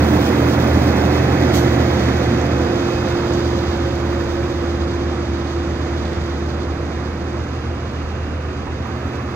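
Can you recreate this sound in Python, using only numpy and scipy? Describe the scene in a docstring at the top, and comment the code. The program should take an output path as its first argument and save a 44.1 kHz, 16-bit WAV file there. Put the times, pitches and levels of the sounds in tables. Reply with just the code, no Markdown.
"""Two trucks hauling a building

Two diesel trucks, one pulling and one pushing, move a building on a long trailer along a dirt road.
The lead truck roars close by and draws away. The two exhaust notes beat against each other, a cooling
fan drones and a turbocharger whistles. An air valve spits once, the trailer's steel rings and knocks,
and its tyres crunch grit as they roll past a microphone with two openings (ports), left and right."""
import sys
import numpy as np
from scipy import signal
from scipy.fft import rfft, irfft, next_fast_len
from scipy.io import wavfile

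SR = 44100
rng = np.random.default_rng(int(sys.argv[2]) if len(sys.argv) > 2 else 0)


def wav_out(sig):
    """Save sig, one row per channel (or a flat mono array), as 16-bit PCM at SR to the path in sys.argv[1]."""
    wavfile.write(sys.argv[1], SR, np.round(np.clip(np.atleast_2d(sig).T, -1, 1) * 32767).astype(np.int16))


N = 412335
TIME = np.arange(N) / SR
FFT_SIZE = next_fast_len(N)
FFT_HZ = np.fft.rfftfreq(FFT_SIZE, 1 / SR)


def gain_of(db):
    """Turns decibels into a number to multiply by."""
    return 10 ** (np.asarray(db) / 20)


def evened(x):
    """Scales a sound to an average strength (rms) of one."""
    return x / np.sqrt(np.mean(x ** 2) + 1e-20)


def curves(rows, t=TIME):
    """Joins the points of each table column with straight lines in time."""
    times, *columns = np.transpose(rows)
    return [np.interp(t, times, column) for column in columns]


def spectra(rows, hz):
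    """Joins the points of each table column from low pitch to high."""
    pitches, *columns = np.transpose(rows)
    return [np.interp(np.log(hz + 1), np.log(pitches), column) for column in columns]


def coloured(x, spectrum):
    """Shapes a sound by rows of (pitch_hz, relative_db), then sets its strength to one."""
    db, = spectra(spectrum, FFT_HZ)
    return evened(irfft(rfft(x, FFT_SIZE) * gain_of(db), FFT_SIZE)[..., :N])


def band(hz, pitch_hz, log_width):
    """Keeps what lies near one pitch; a log_width of 0.7 reaches about an octave each way."""
    return np.exp(-(np.log((hz + 1) / pitch_hz) / log_width) ** 2)


def noise():
    """Two unrelated white noises."""
    return rng.standard_normal((2, N))


def wander(rate_hz):
    """A random wobble of strength one, up to about rate_hz fast."""
    steps = np.arange(2048) / 200
    keep_slow = 1 / (1 + (np.fft.rfftfreq(len(steps), steps[1]) / rate_hz) ** 4)
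    wobble = irfft(rfft(rng.standard_normal(len(steps))) * keep_slow)
    return np.interp(TIME, steps, evened(wobble))


def tone(hz, db, flutter, rate_hz):
    """A note whose strength and phase flutter at random."""
    angle = 2 * np.pi * (np.cumsum(hz) / SR + rng.random())
    wave = (1 + flutter * wander(rate_hz)) * np.cos(angle) + flutter * wander(rate_hz) * np.sin(angle)
    return gain_of(db) * np.sqrt(2) * wave


def restless(angle, half_width_hz):
    """Noise so narrow that it sounds like an unsteady note."""
    return wander(half_width_hz) * np.cos(angle) + wander(half_width_hz) * np.sin(angle)


def swell(middle_s, half_length_s):
    """A smooth hump of height one around a moment."""
    return np.exp(-((TIME - middle_s) / half_length_s) ** 2)


def passing(near_db, fall_db, side_m, emerge_db):
    """Level in dB of a source rolling by side_m away; it loses fall_db each time the distance doubles."""
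    speed_m_per_s, closest_s = 1.89, 0.17
    distance_m = np.hypot(side_m, speed_m_per_s * (TIME - closest_s))
    # the level shifts by emerge_db as the push truck comes out from behind the building
    emerge_s, takes_s = 8.84, 0.28
    emerged = (1 + np.tanh(2 * (TIME - emerge_s) / takes_s)) / 2
    return near_db - fall_db * np.log2(distance_m / side_m) + emerge_db * emerged


# how far the lead truck has gone behind its load: time_s, share_0_to_1
AWAY = [(0, 0.18), (1.8, 0.15), (3.2, 0.71), (6, 0.88), (9.35, 0.92)]

def receding(x, near, far):
    """Fades from the near tone colour to the far one as the truck draws away."""
    away, = curves(AWAY)
    return evened((1 - away) * coloured(x, near) + away * coloured(x, far))


# how the ports differ, truck near and far: pitch_hz, left_minus_right_db, likeness_0_to_1, left_lead_rad
PORTS_NEAR = [(77, -0.7, 0.999, 0.13), (125, -0.6, 0.999, 0.03), (290, -3.6, 0.984, -0.46),
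              (520, -8.4, 0.88, -0.74), (1100, -8.5, 0.73, -1.43), (1600, -11.1, 0.35, -0.82),
              (2100, -5.8, 0.77, 0.1), (2600, 5.7, 0.56, 1.75), (3100, -0.5, 0.74, 3.0),
              (4200, -8.0, 0.59, 3.02), (6300, -9.1, 0.27, 2.95), (7400, -1.6, 0.27, 0.42),
              (9500, -2.5, 0.14, -0.68), (13500, -7.1, 0.02, 0.91)]
PORTS_FAR = [(77, -0.6, 0.987, 0.16), (125, -0.6, 0.979, 0.04), (290, -0.8, 0.972, -0.38),
             (520, -4.7, 0.88, -0.55), (1100, -9.7, 0.8, -0.88), (1600, -10.3, 0.57, 0.53),
             (2100, -5.0, 0.8, 0.68), (2600, 2.8, 0.31, 1.46), (3100, 0.0, 0.65, 3.63),
             (4200, -8.9, 0.58, 3.74), (6300, -10.7, 0.25, 4.53), (7400, -1.8, 0.29, 7.14),
             (9500, -0.2, 0.06, 7.4), (13500, -6.6, 0.1, 7.43)]

def ports(pair):
    """Mixes two unrelated sounds into a left and right, partly alike but apart in level and phase."""
    hz, t, (common, own) = signal.stft(pair, SR, nperseg=2048)
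    away, = curves(AWAY, t)
    near_db, near_like, near_turn = spectra(PORTS_NEAR, hz[:, None])
    far_db, far_like, far_turn = spectra(PORTS_FAR, hz[:, None])
    left_gain = gain_of((1 - away) * near_db + away * far_db)
    like = (1 - away) * near_like + away * far_like
    turn = np.exp(1j * np.angle((1 - away) * np.exp(1j * near_turn) + away * np.exp(1j * far_turn)))
    left = left_gain * (like * turn * common + np.sqrt(1 - like ** 2) * own)
    centre = np.sqrt(1 + left_gain ** 2 + 2 * left_gain * like * turn.real) / 2  # keeps the sum's level
    return signal.istft(np.array([left, common]) / centre, SR)[1][:, :N]


def far_hiss():
    """A faint, even hiss lies under everything."""
    colour = [(4000, -6), (7600, 0), (8400, 2), (9000, -13), (12000, -12), (15000, -22)]
    return gain_of(-72) * coloured(noise(), colour)


def breeze():
    """Light air buffets each port on its own."""
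    colour = [(12, -6), (28, -4), (50, 7), (100, -10), (400, -43), (2000, -90)]
    return gain_of(-48 + 3.8 * wander(3)) * coloured(noise(), colour)


# tone colour of the sizzle: pitch_hz, relative_db
SIZZLE = [(8800, -30), (9350, -16), (9520, 7), (9700, -2), (10300, -31)]

def sizzle():
    """A thin, high sizzle fades as the trucks move on."""
    db = passing(near_db=-65.5, fall_db=11, side_m=7, emerge_db=-2)
    return gain_of(db) * coloured(noise()[0], SIZZLE)


# notes of the trailer's loose steel: pitch_hz, half_width_hz, level_db
STEEL_NOTES = [(1450, 9, -53), (1695, 13, -51), (3698, 18, -59), (4850, 16, -54), (4905, 22, -55),
               (6525, 18, -63)]

def loose_steel():
    """The rough road shakes loose steel, which rings faintly as the front wheels go by."""
    notes = sum(gain_of(db) * restless(2 * np.pi * hz * TIME, width) for hz, width, db in STEEL_NOTES)
    return swell(middle_s=3.2, half_length_s=0.6) * notes


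# jolts to the trailer: start_s, level_db
KNOCKS = [(8.671, -26.5), (8.858, -30), (8.892, -32.5)]
# notes of its frame: pitch_hz, relative_db, ring_s (time to fade by 60 dB)
FRAME_NOTES = [(772, -5, 0.24), (910, -4, 0.087), (983, -5.5, 0.13), (1100, -7, .08), (1803, -13, .15)]

def frame_knocks():
    """Each jolt sets the trailer's steel frame ringing."""
    out = np.zeros(N)
    for start_s, blow_db in KNOCKS:
        t = np.maximum(TIME - start_s, 0)
        for hz, db, ring_s in FRAME_NOTES:
            out += gain_of(blow_db + db - 60 * t / ring_s) * np.sin(2 * np.pi * hz * t)
    return out


# swells of a dry rasp: middle_s, half_length_s, pitch_hz, level_db
RASPS = [(0.25, 0.56, 3380, -50), (1.65, 0.87, 2020, -37), (3.3, 0.76, 850, -39), (6.0, 0.35, 1960, -45),
         (7.0, 0.15, 1960, -44), (8.3, 1.0, 2600, -52)]

def rasp():
    """A narrow band of coarse noise comes and goes."""
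    coarse = rfft(noise() * gain_of(1.5 * wander(36)), FFT_SIZE)
    out = np.zeros((2, N))
    for middle_s, half_s, pitch_hz, db in RASPS:
        narrow = irfft(coarse * band(FFT_HZ, pitch_hz, log_width=0.17), FFT_SIZE)[:, :N]
        out += gain_of(db) * swell(middle_s, half_s) * evened(narrow)
    return out


# stones popping under the tyres: start_s, level_db, pitch_hz, log_width
STONES = [(2.412, -31, 6200, 0.18), (3.334, -31, 6250, 0.18), (5.47, -34, 4200, 0.36),
          (5.5, -52, 12500, 0.24), (6.052, -29, 2900, 0.65), (6.078, -35, 4000, .5),
          (6.129, -32, 3700, 0.46), (6.143, -34, 3700, .5), (7.915, -54, 10000, .3),
          (8.87, -53, 12000, .25), (9.06, -53, 12970, .25)]

def stones(attack_s=0.0015, decay_s=0.0084, left_db=-11):
    """Each stone cracks with a short, bright burst, weaker on the left."""
    out = np.zeros((2, N))
    t = np.arange(4096) / SR
    hz = np.fft.rfftfreq(len(t), 1 / SR)
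    envelope = np.minimum(t / attack_s, 1) * np.exp(-t / decay_s)
    for start_s, db, pitch_hz, log_width in STONES:
        white = rng.standard_normal((2, len(t)))
        burst = evened(irfft(rfft(white) * band(hz, pitch_hz, log_width))) * envelope
        part = out[:, round(start_s * SR):][:, :len(t)]
        part += gain_of(db) * burst[:, :part.shape[1]]
    out[0] *= gain_of(left_db)
    return out


# swells and dips in the hiss and fizz: middle_s, hiss_lift_db, fizz_lift_db
HISS_SWELLS = [(1.85, 2, 2), (3.3, 2.5, 6), (4.3, 0.5, 7), (5.45, 1, 0), (6.1, 1.1, 5), (7.7, 0, 2),
               (8.5, -0.5, 1)]
# tone colours of the hiss and the finer fizz above it: pitch_hz, relative_db
HISS = [(2000, -16), (2900, -0.5), (3170, 0.5), (3720, 1.5), (4350, -0.7), (4880, 2.5), (5450, -4),
        (5850, -2.5), (6300, -0.2), (6750, -2), (7150, -11), (8100, -12), (8700, -50), (11000, -38)]
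FIZZ = [(7000, -3.5), (8700, -10.5), (9500, -2.5), (10800, -12), (12300, -5), (14000, -4), (15100, 1),
        (15800, -5.5)]

def tyres(grains_per_s=900, crumble_s=0.002, swell_s=0.53):
    """Air rushes, and grit is crushed in clumps under the treads."""
    hiss_db = passing(near_db=-40.5, fall_db=6.5, side_m=6.5, emerge_db=1.5)
    fizz_db = passing(near_db=-42.5, fall_db=10, side_m=1.72, emerge_db=10)
    for middle_s, hiss_lift_db, fizz_lift_db in HISS_SWELLS:
        hiss_db += hiss_lift_db * swell(middle_s, swell_s)
        fizz_db += fizz_lift_db * swell(middle_s, swell_s)
    clumps = wander(18)
    chance = grains_per_s / SR * gain_of(3 * clumps)  # clumps crowd and thin the grains
    strength = gain_of(3 * np.minimum(rng.exponential(1, N), 4))
    grains = strength * rng.choice([-1, 1], N) * (rng.random(N) < chance)
    crumble = rng.standard_normal((2, 512)) * np.exp(-np.arange(512) / SR / crumble_s)
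    grit = evened(signal.oaconvolve(grains[None], crumble, axes=1)[:, :N])
    hiss = gain_of(hiss_db + 0.55 * clumps) * coloured(noise() + 0.36 * grit, HISS)
    fizz = gain_of(fizz_db + clumps) * coloured(noise() + 0.55 * grit, FIZZ)
    return hiss + fizz


# tone colour of the valve's spit: pitch_hz, relative_db
VALVE_AIR = [(1500, -20), (3000, 0), (4800, 1), (5500, -6), (6200, 4), (6800, -1), (7600, -2), (8800, -14),
             (9600, -10), (11000, -9), (13500, -5), (15800, -12)]

def air_valve(start_s=1.528, attack_s=0.017, hold_s=0.03, spit_db_per_s=240, leak_db_per_s=14):
    """One short spit of compressed air, then a thin leak that fades slowly."""
    opening = np.clip((TIME - start_s) / attack_s, 0, 1)
    fading_s = np.maximum(TIME - start_s - attack_s - hold_s, 0)
    spit = gain_of(-32 - spit_db_per_s * fading_s) * coloured(noise(), VALVE_AIR)
    leak = gain_of(-48.5 - leak_db_per_s * fading_s) * coloured(noise(), FIZZ)
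    return opening * (spit + leak)


# turbocharger whistles: middle_s, pitch_hz, glide_hz_per_s, level_db
WHISTLES = [(1.18, 2560, -55, -42), (2.66, 2525, 40, -48), (3.0, 2543, 61, -43.5), (3.85, 2668, -58, -52),
            (6.35, 2635, -15, -65), (7.6, 2712, 9.5, -59), (8.2, 2700, -21, -53), (9.25, 2600, 68, -50)]

def turbo(swell_s=0.24):
    """The spinning turbocharger whistles in brief, gliding swells."""
    return sum(swell(s, swell_s) * tone(hz + glide * (TIME - s), db, flutter=0.25, rate_hz=14)
               for s, hz, glide, db in WHISTLES)


# a hollow howl in the lead truck's roar: time_s, pitch_hz, level_db
HOWL = [(0, 515, -35.5), (2.5, 517, -34), (3.6, 538, -36.5), (4.7, 552, -38), (5.3, 572, -48),
        (6.2, 587, -46), (7.5, 600, -57)]

def howl():
    """A narrow resonance climbs in pitch as the lead truck draws away."""
    hz, db = curves(HOWL)
    return gain_of(db) * restless(2 * np.pi * np.cumsum(hz) / SR, half_width_hz=13.4)


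# fan speed, wavering at first and then following the push engine: time_s, blade_passes_hz
FAN_SPEED = [(0, 348), (1.6, 348), (1.95, 351.5), (2.65, 345), (3.1, 349), (3.6, 344.6), (4.9, 342.7),
             (6.1, 341.6), (7.0, 341.6), (7.8, 348), (9.35, 351)]
# loudness of its drone: time_s, level_db
FAN_LEVEL = [(0, -35), (0.4, -26.5), (1.05, -53), (1.55, -24), (2.25, -28.5), (2.6, -24), (2.92, -23.5),
             (3.02, -28), (3.14, -23), (3.5, -23.5), (3.8, -24.5), (4.8, -27), (6.1, -29.5), (6.9, -33),
             (7.7, -39), (8.2, -53), (8.95, -38), (9.35, -40)]

def cooling_fan():
    """The passing blades chop the air into a drone."""
    db = curves(FAN_LEVEL)[0] + 0.42 * wander(2.8)
    return tone(curves(FAN_SPEED)[0], db, flutter=0.1, rate_hz=9.8)


# push engine speed, sagging under load and picking up again: time_s, cycle_hz
PUSH_SPEED = [(0, 12.15), (1.1, 12.34), (1.6, 12.25), (2.1, 12.29), (2.6, 12.17), (3.2, 12.19),
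              (4.6, 12.07), (6.9, 12.02), (7.8, 12.18), (9.35, 12.34)]
# its exhaust's swing in loudness, hidden by the building and coming out again: time_s, level_db
PUSH_LEVEL = [(0, -23), (0.5, -20.5), (1.6, -20), (2.5, -22.5), (2.72, -30), (3.2, -25), (4.3, -30),
              (4.8, -34.5), (7.1, -34.5), (7.7, -30.5), (8.3, -35.5), (9.0, -28.5), (9.35, -34)]
# its exhaust notes: cycle_multiple, relative_db, share_of_swing_0_to_1
PUSH_NOTES = [(5, -18, .1), (6, -20, .2), (7, -3.5, .3), (8, -24, .4), (9, -14.5, .1), (10, -2, 1),
              (11, -17, .5), (19, -23, .6), (22, -12, .5), (23, -12.5, .1), (24, -19.5, 1)]

def push_exhaust(steady_db=-31.5):
    """The push engine hums at multiples of its cycle; a steady part bends round the building."""
    cycle_hz, = curves(PUSH_SPEED)
    swing_db = curves(PUSH_LEVEL)[0] + 0.32 * wander(2.1)
    out = np.zeros(N)
    for multiple, db, share in PUSH_NOTES:
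        level_db = (1 - share) * steady_db + share * swing_db + db
        out += tone(multiple * cycle_hz, level_db, flutter=0.0092 * multiple, rate_hz=5.9)
    return out


def whine(gear_ratio=29.9):
    """A spinning part geared to the push engine whines."""
    db = passing(near_db=-34, fall_db=11.5, side_m=9.3, emerge_db=-9)
    return tone(gear_ratio * curves(PUSH_SPEED)[0], db, flutter=0.38, rate_hz=5.6)


# lead engine speed, with the same slow sag and recovery: time_s, firing_hz
LEAD_SPEED = [(0, 78.36), (1.1, 79.25), (2.1, 76.93), (4.2, 76.73), (6.5, 76.07), (7.4, 78.1),
              (9.35, 77.14)]
# loudness of its exhaust: time_s, level_db
LEAD_LEVEL = [(0, -19.5), (0.41, -26.5), (0.85, -20), (1.45, -25), (2.6, -26), (2.9, -34), (3.55, -26.5),
              (4.2, -27), (4.9, -24.5), (5.5, -27.5), (6.85, -26.5), (7.4, -29.5), (8.1, -26.5),
              (9.35, -35)]
# its exhaust notes: cycle_multiple, relative_db
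LEAD_NOTES = [(6, 1), (12, -15.5), (18, -19.5), (22, -20.5), (23, -21.5), (40, -21)]

def lead_exhaust(cylinders=6):
    """Each cylinder fires once a cycle, making notes that beat against the push truck's."""
    cycle_hz = curves(LEAD_SPEED)[0] / cylinders
    level_db = curves(LEAD_LEVEL)[0] + 0.55 * wander(1.7)
    return sum(tone(multiple * cycle_hz, level_db + db, flutter=0.015 * multiple, rate_hz=4.6)
               for multiple, db in LEAD_NOTES)


def exhaust_pipe(x, pipe_hz, echo):
    """Sound bounces back from the pipe's open end, which lifts the pipe's own notes."""
    round_trip = np.exp(-2j * np.pi * FFT_HZ / pipe_hz)
    return irfft(rfft(x, FFT_SIZE) / (1 - echo * round_trip), FFT_SIZE)[..., :N]


# tone colours of the roar and clatter, lead truck near and far: pitch_hz, relative_db
ROAR_NEAR = [(25, -24), (48, -24), (62, -13), (100, -6), (140, -3), (175, -2), (225, 1.5), (260, -2.5),
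             (293, 6), (335, -2.5), (410, -7.5), (500, -7), (620, -10), (720, -10), (900, -18.5),
             (1300, -56.5)]
ROAR_FAR = [(25, -20), (48, -7), (61, 1.5), (100, 3.5), (160, 0), (190, 1), (235, 1), (260, 0.5),
            (283, 0.5), (312, -1.5), (365, 1), (425, -5), (490, -2.5), (545, -7.5), (690, -7), (770, -8.5),
            (900, -17.5), (1300, -53.5)]
CLATTER_NEAR = [(500, -28), (800, 3), (1100, 0.5), (1500, 0), (2000, -2.5), (2350, -7.5), (2600, -8),
                (2900, -26), (3600, -52)]
CLATTER_FAR = [(500, -4.5), (750, -10.5), (870, -3), (1000, 0), (1260, 0.5), (1450, -2), (1650, -3.5),
               (2050, -7), (2550, -12), (2900, -20.5), (3600, -56)]
# the roar swells and sinks as the load goes by: middle_s, half_length_s, change_db
SURGES = [(1.7, 0.97, 1.27), (3.3, 0.33, 0.9), (4.3, 1.5, -1.5), (6.5, 1.1, 1)]

def engine_roar():
    """Puffs of gas swell at every firing of the lead engine; its casing clatters more evenly."""
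    firing = np.cos(2 * np.pi * np.cumsum(curves(LEAD_SPEED)[0]) / SR)
    puffs = exhaust_pipe(noise() * (1 + 0.08 * firing), pipe_hz=260, echo=0.061)
    rattle = exhaust_pipe(noise() * (1 + 0.033 * firing), pipe_hz=251, echo=0.039)
    surge_db = sum(db * swell(middle_s, half_s) for middle_s, half_s, db in SURGES)
    roar_db = passing(near_db=-17, fall_db=6.5, side_m=4.18, emerge_db=3) + surge_db
    clatter_db = passing(near_db=-27.5, fall_db=5, side_m=4.85, emerge_db=2.5)
    clatter_db += 0.25 * surge_db + 0.48 * wander(16)
    roar = gain_of(roar_db) * receding(puffs, ROAR_NEAR, ROAR_FAR)
    clatter = gain_of(clatter_db) * receding(rattle, CLATTER_NEAR, CLATTER_FAR)
    return roar + clatter


def scene():
    """Noises spread over both ports, which share the tones; stones and breeze reach each directly."""
    pair = engine_roar() + rasp() + tyres() + air_valve() + far_hiss()
    pair[0] += (lead_exhaust() + push_exhaust() + howl() + cooling_fan() + whine() + turbo()
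                + sizzle() + frame_knocks() + loose_steel())
    return ports(pair) + stones() + breeze()


def record(dry, cutoff_hz=15750):
    """Cuts away the very highest treble."""
    low_pass = signal.firwin(511, cutoff_hz, window=("kaiser", 9), fs=SR)
    return signal.oaconvolve(dry, low_pass[None], "same")


dry = scene()
out = record(dry)
wav_out(out)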